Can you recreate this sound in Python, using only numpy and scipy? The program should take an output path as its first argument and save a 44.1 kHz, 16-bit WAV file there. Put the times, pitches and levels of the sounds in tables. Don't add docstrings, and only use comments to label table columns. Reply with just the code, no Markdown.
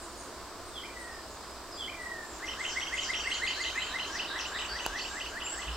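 import sys
import numpy as np
from scipy import signal
from scipy.fft import rfft, irfft, next_fast_len
from scipy.io import wavfile
from scipy.ndimage import uniform_filter1d

SR = 44100
rng = np.random.default_rng(int(sys.argv[2]) if len(sys.argv) > 2 else 0)


def put_to_file(sound):
    columns = np.atleast_2d(sound).T
    safe = np.clip(columns, -1, 1)
    whole_steps = np.round(safe * 32767)
    wavfile.write(sys.argv[1], SR, whole_steps.astype(np.int16))


N = 254280


def undb(db):
    return 10 ** (np.asarray(db) / 20)


def decay(age, t60):
    return np.exp(-np.log(1000) * age / t60)


def wander(rate_hz):
    width = max(int(SR / rate_hz), 1)
    drift = uniform_filter1d(uniform_filter1d(rng.standard_normal(N), width), width)
    return drift / drift.std()


def whistle(out, s, hz, db, wobble_hz=None):
    i = np.arange(max(int(s[0] * SR), 0), min(int(s[-1] * SR), N))
    t = i / SR
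    fade = np.clip(np.minimum(t - s[0], s[-1] - t) / .002, 0, 1)
    pitch = np.interp(t, s, hz) + (0 if wobble_hz is None else wobble_hz[i])
    out[i] += fade * undb(np.interp(t, s, db)) * np.sin(2 * np.pi * np.cumsum(pitch) / SR)


def delay(x, s):
    size = next_fast_len(N + SR)
    shift = np.exp(-2j * np.pi * np.fft.rfftfreq(size, 1 / SR) * s)
    return irfft(rfft(x, size) * shift, size)[..., :N]


# frequency in Hz, relative level in dB.
TOWN_SPECTRUM = [(20, -5.5), (45, -11.5), (58, 3), (72, -7), (146, -18), (350, -5.5), (510, -11), (680, -7),
                 (790, -11.5), (1050, -7), (1500, -13), (2400, -21.5), (3400, -21), (4900, -17),
                 (6400, -23.5), (8000, -18), (9300, -29.5), (16000, -34.5)]
# frequency in Hz, left-right likeness from 0 to 1.
TOWN_LIKENESS = [(60, 0.89), (130, 0.79), (290, 0.97), (640, 0.95), (1410, 0.96), (3100, 0.56),
                 (6820, 0.12), (15000, 0)]
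# frequency in Hz, left minus right in dB.
TOWN_BALANCE = [(60, 0.5), (300, -1.4), (1300, -1), (8000, -0.6)]


def town(level_db=-44.5):
    hz = np.maximum(np.fft.rfftfreq(N, 1 / SR), 1)
    def curve(table):
        points_hz, values = np.transpose(table)
        return np.interp(np.log(hz), np.log(points_hz), values)
    likeness = np.clip(curve(TOWN_LIKENESS), 0, 1)
    noise = rfft(rng.standard_normal((2, N))) * undb(curve(TOWN_SPECTRUM))
    mid, side = noise * np.sqrt([1 + likeness, 1 - likeness])
    lean = undb(curve(TOWN_BALANCE) / 2)
    stereo = np.array([(mid + side) * lean, (mid - side) / lean])
    bed, swell_db = 0, .29 * wander(.167)
    for octave in range(4, 15):
        band = np.cos(np.pi / 2 * np.clip(np.log2(hz) - octave, -1, 1)) ** 2
        bed += irfft(stereo * band, N) * undb(swell_db + .3 * wander(24))
    return bed * undb(level_db) / np.sqrt(np.mean(bed.mean(0) ** 2))


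def leaves(x, t60, likeness, flutter_db):
    t = np.arange(SR) / SR
    mid, side = rng.standard_normal((2, SR)) * decay(t, t60) * np.clip(t / .005, 0, 1)
    tail = np.sqrt(1 + likeness) * mid + np.sqrt(1 - likeness) * np.array([side, -side])
    tail /= np.sqrt(np.sum(tail ** 2) / 2)
    cloud = signal.fftconvolve(x[None], tail, axes=1)[:, :N]
    return cloud * undb(flutter_db * wander(53))


# their place along its length, and its envelope there in dB.
NOTE_POINTS, NOTE_ENVELOPE_DB = np.array([0, .25, .7, 1]), np.array([-4, 0, 0, -7])
# start in seconds, pitch in Hz, level in dB.
SAGGING_CHIPS = [(0.0, 7560, -50), (0.0, 9100, -51), (.17, 9300, -50), (.17, 6850, -50), (.65, 9000, -55),
                 (0.987, 8640, -49.5), (1.3, 7040, -54), (2.003, 8660, -53), (2.308, 7270, -48),
                 (2.59, 8000, -46.5), (2.61, 6860, -48), (2.935, 7200, -43.5), (3.289, 8040, -47),
                 (4.694, 5310, -44.5), (4.959, 5720, -43.5)]
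# start and length in seconds, level in dB.
THIN_PEEPS = [(.8, .12, -63), (1.105, .15, -58), (1.4, .2, -61)]
# start and length in seconds, nominal first and last pitch in Hz, level in dB.
LONE_GLIDES = [(1.714, .058, 5240, 4690, -44.5), (3.226, 0.037, 2965, 2536, -37),
               (3.745, .074, 2360, 2825, -39)]
# start and length in seconds, top pitch in Hz, level in dB.
HIGH_SEEPS = [(1.75, .07, 7580, -54), (2.2, 0.18, 7570, -54.5), (2.64, .18, 7660, -51.5),
              (3.183, .1, 7750, -51), (3.752, 0.13, 7600, -50), (4.457, .23, 7720, -51),
              (5.002, 0.22, 7660, -51), (5.435, .15, 7730, -39.5)]
# start in seconds, level in dB.
BURRY_PIPS = [(2.453, -45), (2.795, -42.5), (3.15, -40), (4.112, -44.5), (4.373, -45)]
# start and length in seconds, first pitch in Hz, level in dB.
FALLING_RASPS = [(2.673, 0.062, 7350, -37.5), (2.999, 0.084, 7480, -36.5), (4.147, .034, 6550, -35.5),
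                 (4.391, 0.034, 6740, -35.5)]
# level of the low voice, then of the high voice, in dB.
TICK_LEVELS = [(-44, -57), (-43, -41.5), (-37.5, -42), (-38, -40)]
# start in seconds, pitch in Hz, level in dB.
LOW_CHURRS = [(3.304, 4210, -42.5), (3.42, 4130, -42), (3.531, 4150, -39), (3.639, 4000, -40),
              (3.775, 4040, -42), (3.88, 3940, -43), (3.99, 4070, -42), (4.277, 3820, -40),
              (4.535, 3825, -40), (4.68, 4620, -40), (4.978, 4550, -40)]


def distant_birds():
    into_trees, direct = np.zeros((2, N))
    wobble = wander(1100)
    def note(s, length, hz, db, glide, buzz_hz):
        times, pitch = s + length * NOTE_POINTS, hz * np.array(glide)
        buzz = .7 * buzz_hz * wobble
        depth_db = buzz_hz / 70
        whistle(into_trees, times, pitch, db + NOTE_ENVELOPE_DB, buzz)
        whistle(direct, times, pitch, db + NOTE_ENVELOPE_DB - depth_db, buzz)
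    for s, hz, db in SAGGING_CHIPS:
        note(s, .058, hz, db, glide=(1.001, .985, .955, .935), buzz_hz=450)
    for s, length, db in THIN_PEEPS:
        note(s, length, 5020, db, glide=(1.001, 1.001, .998, .996), buzz_hz=40)
    for s, length, first_hz, last_hz, db in LONE_GLIDES:
        sweep_hz = first_hz + (last_hz - first_hz) * NOTE_POINTS
        note(s, length, sweep_hz, db, glide=.99, buzz_hz=152)
    for s, length, hz, db in HIGH_SEEPS:
        note(s, length, hz, db, glide=(.94, .965, 1.001, .985), buzz_hz=110)
    for s, db in BURRY_PIPS:
        note(s, .065, 5770, db, glide=(.97, .995, 1.001, .84), buzz_hz=300)
    for s, length, hz, db in FALLING_RASPS:
        note(s, length, hz, db, glide=(1.001, .84, .68, .62), buzz_hz=598)
    for k, (low_db, high_db) in enumerate(TICK_LEVELS):
        s = 3.198 + k * .1355
        note(s, .0273, 4950, low_db, glide=(1, .96, .9, .86), buzz_hz=90)
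        note(s + .0066, .0273, 7000, high_db, glide=(1, .98, .955, .95), buzz_hz=90)
    for s, hz, db in LOW_CHURRS:
        note(s, .0696, hz, db, glide=(.96, .99, 1.01, 1.015), buzz_hz=233)
    into_trees += flock(wobble)
    direct *= undb(1 + 2 * wander(130))
    cloud = leaves(into_trees, t60=.45, likeness=.43, flutter_db=0)
    return (direct + cloud) * undb([[-.5], [.5]])


def songbird(wall_s=.0539, left_late_s=.000034):
    song, toward_wall = opening_calls() + syllable_run()
    echo = delay(toward_wall, wall_s)
    song *= undb(2.6 * wander(220))
    cloud = undb(-2.5) * leaves(song + echo, t60=.29, likeness=.55, flutter_db=2.5)
    left, right = song + echo * undb([[-1.5], [1.5]]) + cloud
    return np.array([delay(left, left_late_s), right]) * undb([[-.2], [.2]])


def sing(song, toward_wall, s, hz, db, echo_db):
    whistle(song, s, hz, db)
    whistle(toward_wall, s, hz, db + echo_db)


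# time from the flick in ms, pitch in Hz, relative level in dB.
CALL_WHISTLES = [
    [(-83.5, 3490, -6.5), (-57, 3240, 0.5), (-39, 3080, -2), (-23.5, 3040, -0.5)],
    [(0, 1930, -8), (16.9, 2340, -2), (28.6, 2415, 2)],
    [(71.5, 2070, -25), (135.2, 1960, -1), (209, 1900, -7), (332.4, 1800, -9), (437, 1710, -26)],
]
# time of the flick in seconds, level in dB, first pitch in Hz.
OPENING_CALLS = [(.832, -42.5, 3710), (1.874, -37, 3270)]


def opening_calls():
    song, toward_wall = np.zeros((2, N))
    fall, flick, sag = CALL_WHISTLES
    for s, db, first_hz in OPENING_CALLS:
        onset = (-100, first_hz, -11)
        for shape in ([onset, *fall], flick, sag):
            ms, hz, shape_db = np.transpose(shape)
            sing(song, toward_wall, s + ms / 1000, hz, db + shape_db, echo_db=-3.5)
    return np.array([song, toward_wall])


# time from its crest in ms, share of crest pitch, relative dB.
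BRISK_SLUR = [(-55, .66, -19), (-23.5, .84, -15.5), (-18, .87, -6.5), (-8, .955, -3), (3, 1.005, -1),
              (12.5, 0.962, -18)]
DRAWLED_SLUR = [(-67, 0.83, -15), (-48, .81, -10.5), (-21, .87, -8), (-7.5, .93, -4), (1, 1.01, -1),
                (13.5, 1.072, -8)]
# time in ms, share of the chirp's pitch, relative level in dB.
CHIRP_DROP = [(-4.2, 1.27, -9), (-2, 1.08, -6), (1.5, .78, -8)]
BRISK_CHIRP_RISE = [(3.48, 0.747, -6), (9.24, .89, -4), (15.4, 1.014, -2.5), (21.1, 1.006, -4.5),
                    (26.9, 0.946, 1.5)]
DRAWLED_CHIRP_RISE = [(3.46, 0.817, -1), (8.5, .9, -4.5), (14, .975, -2), (19.5, 1.02, -4.5),
                      (24, 1.01, -17)]
# time in seconds, drawl from 0 (brisk) to 1.
DRAWL_CURVE = [(3.48, 0), (3.64, 0.23), (3.8, 0.17), (4.0, .2), (4.17, 0.97)]
# time of the chirp in seconds, its pitch in Hz, level in dB, wall send in dB.
SONG_SYLLABLES = [(2.474, 3083, -31.5, -7), (2.6436, 3116, -29.5, -7), (2.809, 3190, -28.5, -5),
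                  (2.9733, 3147, -27, -6), (3.138, 3133, -27.5, -2.5), (3.3075, 3145, -27.5, -5.5),
                  (3.469, 3110, -27.5, -7), (3.6413, 3103, -26.5, -5.5), (3.809, 3100, -28, -6),
                  (3.9888, 3088, -28.5, -5), (4.1905, 3030, -30.5, -2), (4.3928, 3025, -30.5, -1.5),
                  (4.5905, 2993, -31.5, -2.5), (4.7916, 2966, -30.5, -1.5), (4.991, 3010, -30.5, -2.5),
                  (5.203, 3040, -32, -1.5), (5.4077, 2985, -32.5, -0.5), (5.6226, 3045, -33, -0.5)]


def syllable_run():
    song, toward_wall = np.zeros((2, N))
    for s, hz, db, echo_db in SONG_SYLLABLES:
        drawl = np.clip(np.interp(s, *np.transpose(DRAWL_CURVE)), 0, 1)
        def blend(brisk, drawled):
            return (1 - drawl) * np.array(brisk) + drawl * np.array(drawled)
        ms, share, shape_db = blend(BRISK_SLUR, DRAWLED_SLUR).T
        slur_s = s - .0285 + ms / 1000
        slur_hz = hz * blend(.685, .645) * share
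        slur_db = db + blend(-1.43, -2.5) + shape_db
        head_turn_db = 2.5 * rng.standard_normal()
        sing(song, toward_wall, slur_s, slur_hz, slur_db, blend(-8, -10.5) + head_turn_db)
        whistle(song, slur_s, 4 * slur_hz, -35.5 + 4 * (slur_db + 28))
        drop = np.array(CHIRP_DROP) + [0, 0, 4 * drawl]
        rise = blend(BRISK_CHIRP_RISE, DRAWLED_CHIRP_RISE)
        for shape, send_db in ((drop, echo_db - 3), (rise, echo_db)):
            ms, share, shape_db = shape.T
            sing(song, toward_wall, s + ms / 1000, hz * share, db + shape_db, send_db)
    return np.array([song, toward_wall])


# time in seconds, level in dB.
TRAFFIC_SWELL = [(1.501, -81), (2.6, -48), (3.5, -48.5), (4.2, -45.5), (4.749, -45.5), (5.2, -50),
                 (5.77, -46.5)]


def traffic(centre_hz=1316.4, half_width_hz=450):
    t = np.arange(N) / SR
    lowpass = signal.butter(2, half_width_hz, fs=SR, output="sos")
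    noise = signal.sosfilt(lowpass, rng.standard_normal((3, N)))
    phase = 2 * np.pi * centre_hz * t
    mid = noise[0] * np.cos(phase) + noise[1] * np.sin(phase)
    side = .25 * noise[2] * np.cos(phase)
    roar = np.array([mid + side, mid - side])
    level_db = np.interp(t, *np.transpose(TRAFFIC_SWELL), left=-99) + 1.5 * wander(5)
    return roar / roar.std() * undb(level_db)


# time in seconds, level of each note in dB.
FLOCK_SWELL = [(2.3, -59), (2.7, -48), (3.5, -45), (4.3, -48.5), (5.77, -48.5)]


def flock(wobble, notes=400, note_s=.0309):
    chatter = np.zeros(N)
    swell_s, swell_db = np.transpose(FLOCK_SWELL)
    for when, pitch, bend in rng.random((notes, 3)):
        s = swell_s[0] + when * (swell_s[-1] - swell_s[0])
        octaves = 1.6 * pitch + (bend - .6) * .413 * NOTE_POINTS
        db = np.interp(s, swell_s, swell_db) + NOTE_ENVELOPE_DB
        whistle(chatter, s + note_s * NOTE_POINTS, 2400 * 2 ** octaves, db, wobble_hz=200 * wobble)
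    return chatter


# start in seconds, level in dB before the fade-in, pitch in Hz, t60 in seconds.
HAND_THUMPS = [(4.71, -31.5, 60.6, 0.19), (4.87, -31.5, 42, 0.19), (5.66, -31, 58.6, 0.61),
               (5.669, -38, 164, 0.15)]
# frequency in Hz, relative level in dB, t60 in seconds.
CASE_MODES = [(950, -3, .013), (1500, -4, .009), (3000, -9, .003), (4700, -2.5, .004), (7200, -2.5, .003),
              (10800, -3, .002)]


def handling(click_s=4.8635, click_db=-18, thump_fade_s=.028):
    t = np.arange(N) / SR
    def ring(s, db, hz, t60):
        age = np.maximum(t - s, 0)
        return undb(db) * decay(age, t60) * np.sin(2 * np.pi * hz * age)
    out = sum(ring(click_s, click_db + db, hz, t60) for hz, db, t60 in CASE_MODES)
    for s, db, hz, t60 in HAND_THUMPS:
        out += np.clip((t - s) / thump_fade_s, 0, 1) * ring(s, db, hz, t60)
    return out * undb([[-.5], [.5]])


def scene():
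    return songbird() + distant_birds() + town() + traffic() + handling()


def record(dry):
    return signal.sosfilt(signal.ellip(10, .2, 70, 15800, fs=SR, output="sos"), dry)


dry = scene()
out = record(dry)
put_to_file(out)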